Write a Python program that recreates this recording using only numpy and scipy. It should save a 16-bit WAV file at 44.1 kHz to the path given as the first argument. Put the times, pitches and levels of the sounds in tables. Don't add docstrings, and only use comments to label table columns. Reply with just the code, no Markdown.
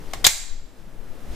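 import sys
import numpy as np
from scipy import signal
from scipy.fft import rfft, irfft, next_fast_len
from scipy.io import wavfile
from scipy.ndimage import uniform_filter1d

SR = 44100
rng = np.random.default_rng(int(sys.argv[2]) if len(sys.argv) > 2 else 0)


def output_pcm(signal):
    pcm = np.clip(np.atleast_2d(signal).T, -1, 1) * 32767
    wavfile.write(sys.argv[1], SR, np.round(pcm).astype(np.int16))


N = 59535

# frequency in Hz, level in dB.
CRACK_SPECTRUM = [(80, -5.5), (200, -12), (450, -10.5), (900, -11), (2000, 0.5), (3200, -1), (4400, 0),
                  (7700, 0.5), (9500, -6.5), (12000, -8.5), (14700, -6.5)]


def amp(db):
    return 10 ** (np.asarray(db) / 20)


def unit(x):
    return x / np.sqrt(np.mean(x ** 2) + 1e-20)


def along(points, hz):
    freqs, values = np.transpose(points)
    return np.interp(np.log(hz + 1), np.log(freqs + 1), values)


def fader(points):
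    return amp(np.interp(np.arange(N) / SR, *np.transpose(points)))


def filtered(x, response):
    size = next_fast_len(N + SR // 2)
    return irfft(rfft(x, size) * response(np.fft.rfftfreq(size, 1 / SR)), size)[..., :N]


def noise(spectrum, alike, pan_db):
    mid, side = rng.standard_normal((2, N))
    angle = np.arccos(alike) / 2
    mid, side = np.cos(angle) * mid, np.sin(angle) * side
    white = np.array([mid + side, mid - side]) * amp([[pan_db], [-pan_db]])
    return unit(filtered(white, lambda hz: amp(along(spectrum, hz))))


def room_noise():
    # frequency in Hz, level in dB.
    air_spectrum = [(30, 2), (70, -0.5), (130, -2.5), (220, -2), (450, -6), (1000, -14.5), (2000, -20),
                    (4000, -27.5), (8000, -31), (15000, -32.5)]
    return amp(-42.5) * noise(air_spectrum, alike=0.64, pan_db=0)


def microphone_rumble():
    # frequency in Hz, level in dB.
    rumble_spectrum = [(2, -9), (8, 0), (14, 0.5), (25, -13.5), (50, -33), (120, -59), (400, -110)]
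    # time in seconds, level in dB.
    rumble_level = [(0, -33), (.3, -22.5), (.58, -17.5), (.75, -36.5), (1.05, -27), (1.35, -33.5)]
    return fader(rumble_level) * noise(rumble_spectrum, alike=0.92, pan_db=5)


def hand_rustle():
    # frequency in Hz, level in dB.
    rustle_spectrum = [(60, -0.5), (150, 2.5), (400, 0.5), (1500, -6.5), (5000, -8.5), (8000, -13.5),
                       (15000, -25)]
    # time in seconds, level in dB.
    rustle_level = [(0, -55), (.2, -49.5), (.33, -65), (.6, -60), (.8, -52), (.97, -61.5), (1.27, -56),
                    (1.35, -44.5)]
    return fader(rustle_level) * noise(rustle_spectrum, alike=0.68, pan_db=0.7)


def ring(modes, t, scatter_db=2.5):
    return sum(amp(db + scatter_db * rng.normal() - 60 * t / t60)
               * np.sin(2 * np.pi * (hz * t + rng.random())) for hz, db, t60 in modes)


def spring(t, centre_hz=7400, width_hz=190, t60_s=0.57):
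    band = filtered(rng.standard_normal(N), lambda hz: np.exp(-((hz - centre_hz) / width_hz) ** 2 / 2))
    return unit(band) * amp(-60 * t / t60_s)


def metal_contacts(rise_s=0.00036):
    # start in seconds, crack level in dB, crack t60 in
    # seconds, brightness in dB per octave, then gains in dB for frame, magazine and steel with spring.
    contacts = [(.1105, -48, .016, -1, -67.5, -41.5, -54.5),
                (0.1343, -20.5, 0.018, -2.5, -24.5, -44.5, -44), (.1420, -32, 0.02, -2, -52, -56, -44.5),
                (0.243, -6.5, 0.017, .5, -14.5, -12, -21.5), (0.248, -3.5, 0.0094, 2, -19, 3, -17),
                (0.2656, 15, .018, 0.6, -15.5, -8, -3.5), (0.2689, 10, 0.019, -1.4, -16.5, -11.5, 0),
                (.2742, -1.5, .025, 2.7, -33.5, -21, -5)]
    # frequency in Hz, relative level in dB, t60 in seconds.
    frame_modes = [(360, -18, .03), (680, -2, .03), (753, -2.5, .025), (1096, -1, 0.028), (1635, -10, .025),
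                   (2160, -6, 0.02)]
    magazine_modes = [(3288, -6, .02), (3640, -1, 0.01), (4057, -2.5, .02), (4790, -6, 0.013)]
    steel_modes = [(1507, -11, 0.2), (2133, -4.5, 0.059), (2412, -5, 0.054), (3930, -7, 0.076),
                   (4230, -1.5, .08), (4875, -4, .08), (5450, -2.5, .06), (6400, -5, 0.034),
                   (6920, -2, .06), (7200, -1.5, 0.072), (8000, -0.5, 0.055), (8160, -5, 0.1),
                   (12250, -1.5, 0.077), (14600, -5.5, .05)]
    t = np.arange(N) / SR
    out = np.zeros((2, 2 * N))
    for start, crack_db, t60, brightness, frame_db, magazine_db, steel_db in contacts:
        colour = lambda hz: amp(along(CRACK_SPECTRUM, hz) + brightness * np.log2((hz + 100) / 4000))
        for side in out:
            crack = unit(filtered(rng.standard_normal(N), colour)) * amp(crack_db - 60 * t / t60)
            body = amp(frame_db) * ring(frame_modes, t) + amp(magazine_db) * ring(magazine_modes, t)
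            shimmer = amp(steel_db - 8) * (amp(-13) * spring(t) + ring(steel_modes, t))
            side[round(start * SR):][:N] += (crack + body + shimmer) * (1 - np.exp(-t / rise_s))
    return out[:, :N]


def reverb(x, decay, pan_db, build_s):
    hz, t, bands = signal.stft(rng.standard_normal((2, 2, N)), SR, nperseg=256)
    tail = signal.istft(bands * amp(-60 * t / along(decay, hz)[:, None]), SR, nperseg=256)[1][..., :N]
    tail *= 1 - np.exp(-np.arange(N) / SR / build_s)
    tail /= np.sqrt(np.sum(tail ** 2) / 2)
    wet = signal.fftconvolve(x[None], tail, axes=2).sum(axis=1)
    return wet[:, :N] * amp([[pan_db], [-pan_db]])


def living_room(gun):
    # frequency in Hz, t60 in seconds.
    early_decay = [(300, 0.17), (3000, 0.1651), (14000, 0.08)]
    late_decay = [(200, .25), (700, 0.74), (2000, 0.64), (4500, .6), (8000, 0.45), (14000, 0.35)]
    # frequency in Hz, gain in dB.
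    late_colour = [(120, -40), (250, -26.5), (480, -13), (660, -1), (900, -4), (1400, -3), (3000, -4),
                   (5500, 1), (7400, 1), (9000, 3), (14000, -2.5)]
    early = reverb(gun, early_decay, pan_db=0.15, build_s=0.0026)
    late = reverb(gun, late_decay, pan_db=-1.2, build_s=0.016)
    late = filtered(late, lambda hz: amp(along(late_colour, hz)))
    return amp(-9) * early + amp(-11.5) * late


def handling_bumps():
    # peak time in seconds, half-width in seconds, level in dB.
    bumps = [(0.168, 0.026, -37.5), (0.256, .022, -33), (.61, 0.041, -38.5), (0.846, 0.037, -38.5),
             (1.322, .05, -32)]
    # frequency in Hz, level in dB.
    bump_spectrum = [(15, -2), (30, 0), (60, -1), (100, -10), (200, -21), (400, -28.5), (1500, -69)]
    t = np.arange(N) / SR
    swell = sum(amp(db) * np.exp(-((t - peak) / half_width) ** 2) for peak, half_width, db in bumps)
    return swell * noise(bump_spectrum, alike=0.84, pan_db=-2)


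def slide_scrape(start_s=0.246, stop_s=0.266, slips_per_s=1700, fade_s=0.0013):
    t = np.arange(N) / SR
    slips = rng.standard_normal(N) * (0.095 + (rng.random(N) < slips_per_s / SR))
    stroke = np.clip(np.minimum(t - start_s, stop_s - t) / fade_s, 0, 1)
    return amp(-18) * stroke * unit(filtered(slips, lambda hz: amp(along(CRACK_SPECTRUM, hz))))


def dull_thud(peak_s=0.876, half_width_s=0.011, pitch_hz=189.4):
    t = np.arange(N) / SR
    swell = np.exp(-((t - peak_s) / half_width_s) ** 2)
    return swell * np.sin(2 * np.pi * pitch_hz * t) * amp([[-42], [-32]])


def gain_control(x, threshold_db=-6, attack_s=0.003, release_db_per_s=13.5):
    power = np.abs(uniform_filter1d(np.mean(x ** 2, axis=0), size=256))
    over_db = np.maximum(10 * np.log10(power + 1e-12) - threshold_db, 0)
    recovery_db = release_db_per_s * np.arange(N) / SR
    held_db = np.maximum.accumulate(over_db + recovery_db) - recovery_db
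    pole = np.exp(-1 / (attack_s * SR))
    duck_db = signal.lfilter([1 - pole], [1, -pole], held_db)
    return x * amp(-duck_db)


def scene(right_lag_s=0.0017, crosstalk_db=-11.5):
    gun = metal_contacts() + slide_scrape()
    delayed_right = np.pad(gun[1], (round(right_lag_s * SR), 0))[:N]
    heard = np.array([gun[0], delayed_right]) + living_room(gun)
    background = room_noise() + microphone_rumble() + hand_rustle() + handling_bumps() + dull_thud()
    return heard + amp(crosstalk_db) * heard[::-1] + background


def record(dry, ceiling=0.89, top_hz=15000):
    clipped = np.clip(gain_control(dry), -ceiling, ceiling)
    return filtered(clipped, lambda hz: 1 / np.sqrt(1 + (hz / top_hz) ** 140))


dry = scene()
out = record(dry)
output_pcm(out)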